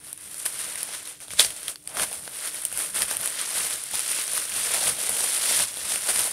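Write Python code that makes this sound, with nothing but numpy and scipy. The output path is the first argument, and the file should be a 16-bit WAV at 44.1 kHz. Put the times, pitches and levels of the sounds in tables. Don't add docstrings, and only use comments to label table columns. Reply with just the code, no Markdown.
import sys
import numpy as np
from scipy import signal
from scipy.fft import rfft, irfft
from scipy.io import wavfile
from scipy.ndimage import map_coordinates

SR = 44100
rng = np.random.default_rng(int(sys.argv[2]) if len(sys.argv) > 2 else 0)


def how_loud(loudness_db):
    steps = np.asarray(loudness_db, float) / 20
    return 10 ** steps


def bounce(signal):
    frames = np.transpose(np.atleast_2d(signal))
    limited = np.clip(frames, -1, 1)
    pcm = np.round(limited * 32767).astype(np.int16)
    wavfile.write(sys.argv[1], SR, pcm)


N = 278712
BLOCK = 64


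def unit(x):
    return x / np.sqrt(np.mean(x ** 2) + 1e-20)


def along(points, hz):
    point_hz, value = np.transpose(points)
    return np.interp(np.log(hz + 1), np.log(point_hz + 1), value)


def wobble(rate):
    knots = rng.standard_normal(int(N * rate / SR) + 4)
    return map_coordinates(knots, [np.arange(N) * rate / SR])


def coloured(x, spectrum):
    size = 8192
    gain = np.maximum(how_loud(along(spectrum, np.fft.rfftfreq(size, 1 / SR))), 1e-4)
    cepstrum = irfft(np.log(gain))
    cepstrum[1:size // 2] *= 2
    cepstrum[size // 2 + 1:] = 0
    response = irfft(np.exp(rfft(cepstrum)))[:size // 2]
    return signal.fftconvolve(x, response)[:N]


def gestures(rows):
    peak_s, db, swell_s, fade_s = np.transpose(rows)[:4, :, None]
    lag_s = np.arange(0, N + BLOCK, BLOCK) / SR - peak_s
    side_s = np.maximum(np.where(lag_s < 0, swell_s, fade_s), 0.005)
    roundness = 1.16
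    return how_loud(db - 10 * (abs(lag_s) / side_s) ** roundness) ** 2


def spread(coarse):
    return np.interp(np.arange(N), np.arange(len(coarse)) * BLOCK, coarse)


# frequency in Hz, level in dB per Hz.
AIR_COLOUR = [(24, -56), (40, -28), (154, -0.5), (208, -22), (310, -10), (399, -1), (802, -29), (1660, -34),
              (4850, -22), (6880, -33), (9290, -20), (15700, -19.5)]
# frequency in Hz, rms level in dB.
FAN_TONES = [(139, -74), (300, -65.5)]


def air():
    t = np.arange(N) / SR
    hum = np.zeros(N)
    for hz, db in FAN_TONES:
        level = how_loud(db + 2 + 0.5 * wobble(4.0))
        hum += level * np.sin(2 * np.pi * hz * t + 0.5 * wobble(4.8))
    level_db = -63 + 1.2 * wobble(4)
    return how_loud(level_db) * unit(coloured(rng.standard_normal(N), AIR_COLOUR)) + hum


# peak in seconds, level in dB, swell in seconds, fade in seconds.
KNOCKS = [(0.09, -61, 0.18, 0.2), (0.7, -62, .4, .12), (1.34, -46.5, .04, .035), (1.48, -47, 0.032, 0.043),
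          (1.65, -59, .09, 0.094), (2.04, -45, .08, 0.043), (2.22, -58, 0.17, .15),
          (2.76, -49, 0.039, 0.029), (3.04, -49, 0.14, 0.036), (3.2, -51, .08, .08),
          (3.57, -53, 0.035, 0.15), (3.94, -50, 0.024, 0.045), (4.45, -59, .08, .3),
          (4.72, -54.5, .3, 0.17), (4.87, -44, 0.024, 0.085), (5.1, -53, .02, .055), (5.35, -60, 0.26, .15),
          (5.61, -44, .07, 0.038), (5.96, -55, 0.18, .06), (6.18, -51, 0.092, .1)]
# frequency in Hz, level in dB per Hz.
TABLE_BOOM = [(22, -28), (45, 1.5), (60, 1.5), (135, -1), (200, -1), (400, -31.5)]


def knocks():
    settled_db = -63.5
    level = np.sqrt(spread(gestures(KNOCKS).sum(0)) + how_loud(settled_db) ** 2)
    lumps = how_loud(1.7 * wobble(25)) * rng.standard_normal(N)
    return level * unit(coloured(lumps, TABLE_BOOM))


# frequency in Hz, time to fall by 60 dB in seconds.
ROOM_DECAY = [(200, 0.64), (2000, 0.05), (10000, 0.18)]


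def room(x):
    hz, t, z = signal.stft(rng.standard_normal(SR // 3), SR, nperseg=256)
    fading = z * how_loud(-60 * t / along(ROOM_DECAY, hz)[:, None])
    tail = signal.istft(fading, SR, nperseg=256)[1]
    delayed = np.pad(x, (200, 0))
    return signal.fftconvolve(delayed, tail / np.linalg.norm(tail))[:N]


def creases(clump, per_s, spread_db, life_s, hush):
    chance, size = rng.random(N), rng.exponential(size=N)
    buckles = chance < per_s * clump / SR
    clicks = buckles * how_loud(spread_db * np.minimum(size, 3))
    burst = signal.lfilter([1], [1, -np.exp(-1 / (life_s * SR))], clicks)
    crackle = unit(burst * rng.standard_normal(N))
    return unit(crackle + hush * rng.standard_normal(N))


def facets(clump, low_hz, high_hz, sharpness, count):
    total = np.zeros(N)
    for hz in np.geomspace(low_hz, high_hz, count):
        taps = creases(clump, per_s=220, spread_db=3, life_s=0.0001, hush=0.69)
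        ringing = signal.lfilter(*signal.iirpeak(hz, sharpness, SR), taps)
        total += np.sqrt(hz) * unit(ringing)
    return unit(total)


# frequency in Hz, level in dB per Hz.
FINE_COLOUR = [(2940, -51), (5000, -22.5), (6030, -19.5), (6760, -20.5), (9360, 1.5), (15700, -25.5)]
# frequency in Hz, level in dB per Hz.
FOLD_COLOUR = [(530, -17.5), (900, -6.5), (1660, -1.5), (1980, -1), (2920, -1.5), (3150, 0), (7000, -6),
               (9100, -7.5), (15400, -120)]
# frequency in Hz, level in dB per Hz.
PARCEL_COLOUR = [(120, -34), (200, -8), (268, -10), (346, -5), (417, -7.5), (484, 1), (546, -1.5), (598, 3),
                 (916, -2.5), (1200, -11.5), (1560, -8.5), (2640, -120)]
# time in seconds, tilt towards the treble in dB, hollow sound against fine creases in dB.
GRIP = [(0, -10, -18.5), (0.4, -1, -19.5), (0.7, -3.5, -15.5), (1.25, 2, -15), (1.38, 10, -19),
        (1.5, 9, -15.5), (1.68, -5, -15.5), (1.78, 8, -19), (1.95, -7.5, -5.5), (2.06, -6.5, -14.5),
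        (2.15, -1, -15.5), (2.9, -4, -18.5), (3.15, -4, -15), (3.93, 2.5, -19.5), (4.45, -1.5, -19),
        (4.95, 1.5, -13.5), (5.4, 3.5, -17.5), (6.32, -0.5, -16)]
# peak in seconds, crackle level in dB, swell in seconds, fade in seconds, broad folds against fine creases in
# dB.
MOVES = [(0.084, -39, .07, 0.044, -13), (0.283, -39.5, 0.14, 0.2, -9.5), (0.42, -37, 0.16, 0.15, -8.5),
         (0.459, -23, .005, 0.018, -10.5), (0.617, -32.5, 0.15, 0.15, -6), (0.8, -36.5, .2, 0.16, -5.5),
         (0.945, -36.5, 0.14, 0.11, -3), (1.09, -38, 0.068, 0.069, -4), (1.213, -38.5, 0.0093, 0.064, -5.5),
         (1.32, -37.5, 0.033, 0.15, -7), (1.401, -17.5, 0.014, 0.035, -5.5),
         (1.54, -38.5, 0.16, 0.098, -7.5), (1.65, -37.5, 0.13, .05, -5), (1.695, -31.5, 0.023, 0.033, -8),
         (1.452, -25, 0.018, 0.02, -9), (1.895, -43.5, .012, .1, -4), (1.975, -30.5, 0.011, .06, -10),
         (2.035, -24.5, 0.056, 0.019, -7.5), (2.137, -34.5, 0.19, 0.13, -9), (2.362, -41, 0.11, 0.052, -10),
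         (2.474, -31, 0.17, 0.026, -5.5), (2.555, -33, 0.074, 0.19, -8), (2.654, -30, 0.0042, 0.014, -14),
         (2.802, -28, 0.085, .11, -9),
         (2.962, -25, 0.022, 0.092, -8), (3.025, -23, 0.028, 0.022, -8), (3.113, -29.5, 0.057, 0.076, -6.5),
         (3.266, -28, 0.11, 0.06, -8), (3.414, -30.5, 0.12, 0.11, -2.5), (3.579, -26.5, 0.12, 0.17, -6),
         (3.72, -31.5, 0.09, 0.2, -5.5), (3.945, -27.5, 0.029, 0.13, -5.5), (4.1, -29, 0.082, 0.12, -7),
         (4.209, -28.5, 0.16, 0.034, -3), (4.38, -28, 0.21, .16, -7), (4.56, -27, 0.074, 0.24, -5.5),
         (4.76, -25.5, 0.13, 0.13, -4.5), (4.89, -23.5, 0.11, 0.03, -6.5), (5.049, -29, 0.11, 0.09, -5.5),
         (5.207, -26, 0.13, 0.18, -8), (5.37, -28.5, 0.33, 0.19, -6), (5.51, -24.5, 0.11, 0.13, -3.5),
         (5.612, -24, 0.15, 0.036, -5.5), (5.7, -41, 0.048, 0.17, -6), (5.924, -26.5, .14, 0.11, -5),
         (6.095, -27, 0.057, 0.095, -3), (6.201, -22.5, 0.12, 0.11, -8), (4.97, -37, 0.059, 0.073, -8)]


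def crinkle():
    moves = MOVES
    power = gestures(moves)
    still_db = -70
    total = power.sum(0) + how_loud(still_db) ** 2
    fine_db = spread(10 * np.log10(total))
    fold_db = spread(np.transpose(moves)[4] @ power / total)
    grip_s, *grip = np.transpose(GRIP)
    tilt_db, hollow_db = [np.interp(np.arange(N) / SR, grip_s, column) for column in grip]

    busy = how_loud(0.25 * (fine_db + 32))
    clump = busy * how_loud(1.3 * wobble(60) + 2.5 * wobble(150))
    shared = creases(clump, per_s=1800, spread_db=2.0, life_s=0.00024, hush=0.9)
    patches = facets(clump, low_hz=1010, high_hz=15400, sharpness=3.95, count=12)
    deep = creases(clump, per_s=200, spread_db=5.5, life_s=0.0018, hush=0.72)

    fine = unit(coloured(shared + 0.9 * patches, FINE_COLOUR))
    folds = unit(coloured(shared + patches, FOLD_COLOUR))
    hollow = unit(coloured(shared + 0.87 * deep, PARCEL_COLOUR))

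    slack = signal.lfilter(*signal.butter(1, 2200, fs=SR), folds)
    tilted = how_loud(-tilt_db) * slack + how_loud(tilt_db / 2) * (folds - slack)
    mix = fine + how_loud(fold_db) * tilted + how_loud(hollow_db) * hollow
    return how_loud(fine_db + 1.02 * wobble(30)) * mix


# start in seconds, burst energy in dB, fold pitch
# in Hz, fold ring against the burst in dB, thump against the burst in dB.
SNAPS = [(0.1291, -7.5, 3750, -28, -32.5), (0.3432, -12, 5030, -16, -30), (0.4614, -12, 1640, -4, -22),
         (0.4625, -4, 1470, -17.5, -43), (0.8305, 0, 5430, -22, -45), (1.282, -20, 3500, -11, -18),
         (1.306, -23.5, 2300, -0.5, -15), (1.3352, -12, 1220, -10.5, -19),
         (1.3946, -8.5, 3900, 3.5, -23), (1.3961, -2.5, 3540, 4, -19), (1.4027, 3.5, 3600, -13, -34),
         (1.4481, -4.5, 4590, -8, -25), (0.7567, -11, 1990, -14, -35), (1.6816, -4, 3420, -11, -32),
         (1.7581, -20.5, 4570, -3, -26.5), (1.8749, -5.5, 4730, -19, -41), (1.970, -16, 1410, 1, -18),
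         (1.9971, -11, 1620, -1.5, -22), (2.1285, -10.5, 2650, -15, -29),
         (2.2769, -22.5, 1490, -2.5, -5), (0.176, -18, 2620, -21, -33.5),
         (2.6517, 0.5, 2900, -22, -52), (2.7262, -11.5, 2760, -16, -20.5),
         (2.7746, -2, 1480, -21, -37),
         (2.801, -12, 1870, -14, -17), (2.782, -7, 2070, -20.5, -23.5),
              (3.0201, -1.5, 5230, -8.5, -27), (3.1114, -5, 1750, -11.5, -20), (3.1687, -1, 3130, -24, -45),
              (3.212, -5, 4360, -18, -31), (3.259, -2.5, 1660, -18, -41), (3.5632, -12, 2030, -18, -23),
              (3.8377, -5.5, 4670, -36, -37), (3.912, -7, 1654, -24.5, -34),
              (3.9542, -1.5, 4930, -14.5, -40), (3.9933, 0, 2730, -25, -34), (4.279, -14, 5900, -4.5, -24),
              (4.378, -5, 5040, -17, -38), (4.564, -11, 1520, -24, -22), (5.037, -10, 5800, -13, -18),
              (5.0934, 3, 5810, -23, -29.5), (5.599, -8, 1620, -9, -24), (5.7711, -10, 3440, -15, -20),
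              (5.92, -6.5, 4080, -19, -20), (5.959, -7, 2700, -10.5, -20), (6.0876, -6.5, 1480, -7.5, -28),
              (6.1604, -10, 5360, -5, -23), (6.2047, -7, 3190, -23, -23)]
# start in seconds, burst energy in dB, fold pitch in Hz.
TICKS = [(0.0685, -20, 4000), (0.455, -8.5, 2600), (0.689, -19, 3000), (0.9473, -14, 3750),
         (1.055, -18, 3720), (1.075, -16, 3970), (1.2033, -21.5, 2620), (1.5052, -12, 3340),
         (1.564, -18, 4350), (1.631, -15, 1600), (1.8577, -34, 4220), (2.0045, -7, 1490),
         (2.359, -19, 3760), (2.4738, -11, 4270), (2.5456, -14, 2430), (2.636, -17, 2620),
         (2.717, -13, 1490), (2.81, -13, 2190), (3.275, -7, 4000), (4.4867, -15, 3460), (5.207, -6, 3900),
         (5.741, -16, 5340), (5.8157, -17.5, 1724), (6.018, -23, 1790), (6.0487, -18, 4880)]


def snaps():
    t = np.arange(600) / SR
    bright, ring, thump = np.zeros((3, N + len(t)))
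    tick_fold_db, tick_thump_db = -14.5, -28
    rows = SNAPS + [(*tick, tick_fold_db, tick_thump_db) for tick in TICKS]
    for start_s, db, hz, fold_db, thump_db in rows:
        burst_grit, fold_grit = rng.standard_normal((2, len(t)))
        start = round(start_s * SR)
        at = slice(start, start + len(t))
        burst = how_loud(-60 * t / 0.0054) * (1 - np.exp(-t / 0.000089)) * burst_grit
        bright[at] += how_loud(db) * burst / np.linalg.norm(burst)
        fold = how_loud(-60 * t / 0.006) * (np.sin(2 * np.pi * hz * t) + 1.1 * fold_grit)
        ring[at] += how_loud(db + fold_db) * fold / np.linalg.norm(fold)
        thump[start] += how_loud(db + thump_db)
    bright = signal.lfilter([1, 0.5, 0], [1], np.diff(bright, prepend=0))
    burst_sound = how_loud(9.5) * coloured(bright, FINE_COLOUR)
    fold_sound = how_loud(16) * coloured(ring, FOLD_COLOUR)
    thump_sound = how_loud(28) * coloured(thump, PARCEL_COLOUR)
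    return burst_sound + fold_sound + thump_sound


def scene():
    paper = crinkle() + snaps()
    answer = how_loud(-15) * room(paper)
    return (paper + answer + knocks() + air())[None]


def roll_off(x):
    return signal.sosfilt(signal.butter(12, 16820, fs=SR, output="sos"), x)


def record(dry):
    rounded = dry / (1 + abs(dry / 0.95) ** 6) ** (1 / 6)
    hz = np.fft.rfftfreq(N, 1 / SR)
    low_hz, top_hz = 45, 15750
    gain = (hz < top_hz) * hz ** 4 / (hz ** 4 + low_hz ** 4)
    mix = irfft(rfft(rounded) * gain, N)
    return roll_off(mix)


dry = scene()
out = record(dry)
bounce(out)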